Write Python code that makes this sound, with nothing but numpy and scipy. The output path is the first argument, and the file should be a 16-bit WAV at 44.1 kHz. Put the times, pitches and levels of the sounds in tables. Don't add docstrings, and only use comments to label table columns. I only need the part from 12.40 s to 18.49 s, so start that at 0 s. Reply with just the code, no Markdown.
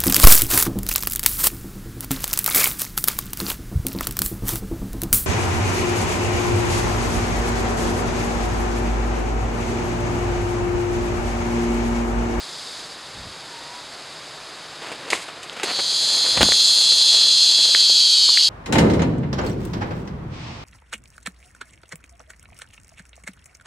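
import sys
import numpy as np
from scipy import signal
from scipy.fft import rfft, irfft
from scipy.io import wavfile
from scipy.ndimage import map_coordinates

SR = 44100
rng = np.random.default_rng(int(sys.argv[2]) if len(sys.argv) > 2 else 0)


def digitize_waveform(pressure):
    field = np.atleast_2d(pressure).T
    bounded = np.clip(field, -1, 1)
    quanta = np.round(bounded * 32767).astype(np.int16)
    wavfile.write(sys.argv[1], SR, quanta)


N = 268569
TIME = np.arange(N) / SR
SONG_START_S = 3.245


def cicada(song_db=-13, start_drop_db=15.5, hurry_loss_db=2.2, leaf_loss_db=6):
    hurry = np.exp(np.minimum(TIME - 6.09, 0) / .6)
    clicks_per_s = 305 + 140 * hurry
    song = abdomen(tymbals(clicks_per_s, hurry), clicks_per_s)
    song = second_pulse(song + from_db(-3.5) * trees(song))
    slack = settling(SONG_START_S, settle_s=.28)
    leaf_cover = swell(4.0, rise_s=.19, fall_s=.03)
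    level_db = song_db - start_drop_db * slack - hurry_loss_db * hurry - leaf_loss_db * leaf_cover
    singing_share = np.mean(TIME > SONG_START_S)
    return rms_one(song) * np.sqrt(singing_share) * from_db(level_db)


def tymbals(rate, hurry, jitter_ms=.077, steady_limp=.02, hurried_limp=.173, rib_decay_s=.0021):
    beats = np.cumsum(rate * (TIME > SONG_START_S)) / SR
    index = np.arange(1, int(beats[-1]))
    at = np.searchsorted(beats, index)
    limp = steady_limp + (hurried_limp - steady_limp) * hurry[at]
    limp_s = (-1) ** index * limp / rate[at] / 2
    crackle = rng.standard_normal(N)
    jitter, uneven_db, wander = rng.standard_normal((len(at), 3)).T
    late_ms = jitter_ms * jitter + .0484 * linger(wander, steps=10)
    buckling = clicks(at / SR + limp_s + late_ms / 1000, from_db(uneven_db))
    ribs = linger(buckling, rib_decay_s * SR) * crackle
    return rms_one(buckling) + from_db(-10) * rms_one(cut(ribs, 5500, "high"))


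# f/Hz at 330 clicks a second, width/Hz, level/dB,
# shift/Hz for each extra click a second
BODY_TONES = [(3404, 336, -6, -1.5), (4224, 626, 1.5, 0.5), (4733, 810, -3, 1.3), (4900, 235, -11.5, 0.5),
              (6450, 690, -12.5, 0.2), (7160, 285, -11, -1.8), (9320, 2400, -20.5, -1),
              (10220, 730, -19.5, -5.5), (11400, 1500, -36.5, -7), (13300, 690, -30.5, -8)]
# t/s, tilt/dB per octave
BRIGHTNESS = [(3.25, 1), (3.8, 1), (4.3, 0.7), (4.8, -1.5), (5.2, -2.5), (5.55, -1), (6.09, -3)]

def abdomen(drive, rate, flutter_db=.7, waver=.0075):
    tilt, = in_time(BRIGHTNESS)
    song = 0
    for k, (hz, width, db, shift) in enumerate(BODY_TONES):
        centre_hz = (hz + shift * (rate - 330)) * (1 + waver * drift(25))
        gain = from_db(db + tilt * np.log2(hz / 4300) + flutter_db * drift(45))
        sign = (-1) ** max(k, 1)
        song = song + sign * gain * glide_resonate(drive, centre_hz, width)
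    return cut(cut(song, 3215, "high", order=5), 12060, "low", order=3)


# t/s, lag/ms, strength
SECOND_PULSE = [(3.25, 1.39, .15), (3.72, 1.337, .55), (4.0, 1.318, .55), (5.15, 1.322, .57),
                (5.65, 1.368, .55), (5.84, 1.435, .47), (6.09, 1.68, .33)]

def second_pulse(song, middle_dip=.81):
    lag_ms, strength = in_time(SECOND_PULSE)
    pulse = song - middle_dip * resonate(song, 4700, 1500)
    delayed = map_coordinates(pulse, [np.arange(N) - lag_ms * SR / 1000], order=3)
    return song - strength * delayed


# loudest t/s, level/dB, rise/s, fall/s
BRANCHES = [(2.5, -37, .07, 0.089), (2.69, -33.5, 0.082, .04), (3.3, -30.5, 0.12, 0.086),
            (3.94, -30, 0.22, .12), (4.4, -43.5, .15, .08), (4.8, -37, 0.24, .09), (5.28, -40, 0.32, 0.13)]
# t/s, crackle level/dB, rustle level/dB, decay/s
LEAF_PUSHES = [(2.417, -54, -31.5, .02), (2.516, -37, -34, .013), (2.702, -17, -40, 0.0096),
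               (2.722, -33, -18, 0.0094), (2.731, -27, -30.5, .055), (2.817, -34, -57, .015),
               (2.881, -55, -30.5, 0.012), (3.028, -31, -52, 0.013), (3.126, -35, -48, 0.0085),
               (3.185, -52, -38, .023), (3.231, -17.5, -27, .013), (3.388, -41, -25, 0.013),
               (3.972, -24, -15, 0.0065), (4.011, -29, -9.5, 0.0097), (4.52, -25, -27, 0.0072),
               (5.18, -50, -40, .017)]
# f/Hz, level/dB
RUSTLE_COLOUR = [(80, -28), (200, -8.5), (370, -2.5), (750, -2.5), (1300, -5.5), (2600, -5), (5000, -13),
                 (9000, -21.5), (15000, -45)]
# f/Hz, level/dB
CRACKLE_COLOUR = [(300, -23), (800, -16), (2000, 10), (3500, 9.5), (8000, 6.5), (11000, -3.5), (15000, -34)]

def leaves(uneven_db=2.5, rise_s=.0014):
    brushing = np.max([from_db(db) * swell(s, rise, fall) for s, db, rise, fall in BRANCHES], axis=0)
    rustle = brushing * from_db(uneven_db * drift(70))
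    crackle = np.zeros(N)
    t = TIME[:SR // 4]
    for s, crackle_db, rustle_db, decay_s in LEAF_PUSHES:
        push = np.exp(-t / decay_s) * (1 - np.exp(-t / rise_s))
        add(crackle, s, from_db(crackle_db) * push)
        add(rustle, s, from_db(rustle_db) * push)
    sliding, cracking = grains(per_s=6000), grains(per_s=16000)
    return rustle * coloured(sliding, RUSTLE_COLOUR) + crackle * coloured(cracking, CRACKLE_COLOUR)


# t/s, crack level/dB, crack f/Hz, crack width/Hz, thud level/dB
HOUSING_HITS = [(2.517, -25, 2800, 3000, -18.5), (3.097, -17, 3200, 1300, -52), (3.237, -21.5, 376, 130, -21),
                (3.975, -10, 2420, 2500, -16), (4.0084, -5, 1800, 3000, -4), (4.02, -3, 2310, 3000, -14),
                (4.032, -5, 1190, 1200, -8), (4.088, -33, 900, 900, -11), (4.121, -7.5, 1850, 950, -17),
                (5.349, -3.5, 1790, 955, -20.5), (5.499, -39, 1510, 1500, -20), (5.89, -21, 1060, 300, -25.5),
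                (5.974, -6, 2000, 850, -50)]
# f/Hz, width/Hz, level/dB
TWIG_TONES = [(396, 330, -15), (1060, 260, -12), (2040, 570, -4.5), (3200, 2000, -20)]
# f/Hz, width/Hz, level/dB
HOUSING_TONES = [(169, 256, -7), (800, 950, -2), (1300, 1100, -4), (3400, 1400, 9)]

def knocks(thud_hz=473, snap_s=2.7312, slap_s=4.03):
    out = np.zeros(N)
    ring = resonate(signal.unit_impulse(SR // 10), thud_hz, .8 * thud_hz)
    thud = cut(ring, 3 * thud_hz, "low")
    thud /= np.abs(thud).max()
    for s, crack_db, hz, width_hz, thud_db in HOUSING_HITS:
        add(out, s, crack(hz, width_hz, crack_db) + from_db(thud_db) * thud)
    for s, tones in (snap_s, TWIG_TONES), (slap_s, HOUSING_TONES):
        add(out, s, sum(crack(*tone) for tone in tones))
    return out + from_db(-15) * trees(out)


def crack(hz, width_hz, db):
    ring = resonate(signal.unit_impulse(SR // 10), hz, width_hz)
    ring = resonate(ring, hz, width_hz)
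    return from_db(db) * ring / np.abs(ring).max()


# t/s, level/dB
AIR_PUFFS = [(.8, -38.5), (.87, -45), (4.035, -23.5)]

def air_rumble():
    rumble = cut(cut(rng.standard_normal(N), 150, "low"), 48, "high", order=3)
    return rms_one(rumble) * sum(from_db(db) * swell(s, .038, .038) for s, db in AIR_PUFFS)


def hoot(start_s=.92, rise_s=.24, hold_s=.19, start_hz=622, note_hz=955, waver=.018):
    hz = note_hz + (start_hz - note_hz) * settling(start_s, settle_s=.085)
    fade_in = np.clip((TIME - start_s) / rise_s, 0, 1)
    fade_out = settling(start_s + rise_s + hold_s, settle_s=.06)
    phase = 2 * np.pi * np.cumsum(hz * (1 + waver * drift(60))) / SR
    tone = np.sin(phase) + from_db(-8) * np.sin(2 * phase)
    call = np.sqrt(2) * from_db(-44.5) * fade_in * fade_out * tone
    return from_db(-5) * call + from_db(-3) * trees(call)


# f/Hz, level/dB
HISS_COLOUR = [(2700, -19), (3300, -5.5), (3750, 1), (4150, -2), (4700, 2.5), (5300, -2), (6400, -7),
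               (7400, -8), (8300, -12), (10600, -16), (12000, -27.5), (14500, -41)]
# t/s, level/dB
HISS_LEVEL = [(0, -35.5), (.36, -35.5), (.58, -40), (1.4, -40), (2.3, -41), (3.2, -44), (6.09, -26.5)]

def high_hiss(flutter_db=.5):
    hiss = coloured(rng.standard_normal(N), HISS_COLOUR)
    level_db, = in_time(HISS_LEVEL)
    return hiss * from_db(level_db + flutter_db * drift(90))


# f/Hz, level/dB
WASH_COLOUR = [(15, -45), (25, -15), (59, -8), (92, -11.5), (152, 0.5), (198, -7.5), (298, -2), (475, -1),
               (644, 0.5), (966, -0.5), (1050, 0), (1570, -1), (2410, -4.5), (3200, -5.5), (4160, -7.5),
               (7040, -120)]
# t/s, added level/dB
BACKGROUND_GAIN = [(0, 0.25), (2.3, 1), (4.3, 1.5), (6.09, -5.5)]

def forest_wash(base_db=-41):
    gain_db, = in_time(BACKGROUND_GAIN)
    return from_db(base_db + gain_db) * coloured(rng.standard_normal(N), WASH_COLOUR)


def trees(x, echo_s=.35):
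    out, t, hop = np.zeros(N), TIME[:SR // 3], SR // 8
    padded, fade = np.pad(x, (hop, 2 * hop)), signal.get_window("hann", 2 * hop)
    for at in range(0, N, hop):
        scatter = rng.standard_normal(len(t)) * from_db(-60 * t / echo_s) * (t > .004)
        echo = signal.fftconvolve(padded[at:at + 2 * hop] * fade, scatter / np.linalg.norm(scatter))
        add(out, max(at - hop, 0) / SR, echo[max(hop - at, 0):])
    return out


def from_db(db):
    return 10 ** (np.asarray(db) / 20)


def rms_one(x):
    return x / np.sqrt(np.mean(x ** 2) + 1e-20)


def in_time(rows):
    s, *columns = np.transpose(rows)
    return [np.interp(TIME, s, c) for c in columns]


def drift(per_s):
    knots = rng.standard_normal(4000)
    return rms_one(np.interp(TIME * per_s, np.arange(len(knots)), knots))


def swell(s, rise_s, fall_s):
    return np.exp(np.minimum((TIME - s) / rise_s, (s - TIME) / fall_s))


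def settling(start_s, settle_s):
    return np.exp(-np.maximum(TIME - start_s, 0) / settle_s)


def linger(x, steps):
    return signal.lfilter([1], [1, -np.exp(-1 / steps)], x)


def coloured(x, colour):
    hz, db = np.transpose(colour)
    log_f = np.log(np.arange(N // 2 + 1) * SR / N + 1)
    gain = from_db(np.interp(log_f, np.log(hz), db))
    beyond = np.maximum(log_f - np.log(hz[-1]), 0) + np.maximum(np.log(hz[0]) - log_f, 0)
    return rms_one(irfft(rfft(x) * gain, N))


def resonate(x, hz, width_hz):
    r = np.exp(-np.pi * width_hz / SR)
    feedback = [1, -2 * r * np.cos(2 * np.pi * hz / SR), r * r]
    return signal.lfilter(np.array([1, 0, -1]) * (1 - r * r) / 2, feedback, x + 1e-18)


def glide_resonate(x, hz, width_hz):
    r = np.exp(-np.pi * width_hz / SR)
    turn = np.exp(2j * np.pi * np.cumsum(hz) / SR)
    ring = turn * signal.lfilter([1], [1, -r], x / turn + 1e-18)
    return (1 - r) * (2 * np.real(ring) - x)


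def cut(x, hz, kind, order=2):
    return signal.sosfilt(signal.butter(order, hz, kind, fs=SR, output="sos"), x)


def clicks(times, sizes):
    whole, part = np.divmod(np.clip(times * SR, 0, N), 1)
    whole = whole.astype(int)
    before = np.bincount(whole, sizes * (1 - part), N + 2)
    after = np.bincount(whole + 1, sizes * part, N + 2)
    return (before + after)[:N]


def grains(per_s, spread_db=2.2):
    sizes = from_db(spread_db * np.minimum(rng.exponential(1, N), 4)) * rng.standard_normal(N)
    return sizes * (rng.random(N) < per_s / SR)


def add(out, s, sound):
    at = int(s * SR)
    out[at:at + len(sound)] += sound[:N - at]


def scene():
    mono = cicada() + high_hiss() + forest_wash() + hoot() + leaves() + knocks() + air_rumble()
    return np.stack([mono, mono])


# f/Hz, width/Hz
OPENING_DIPS = [(5700, 590), (6900, 71)]

def record(dry, top_hz=15700):
    for hz, width_hz in OPENING_DIPS:
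        dry = dry - .8 * resonate(dry, hz, width_hz)
    clipped = np.clip(cut(dry, 36, "high"), -1, 1)
    return signal.sosfilt(signal.ellip(10, .1, 80, top_hz, fs=SR, output="sos"), clipped)


dry = scene()
out = record(dry)
digitize_waveform(out)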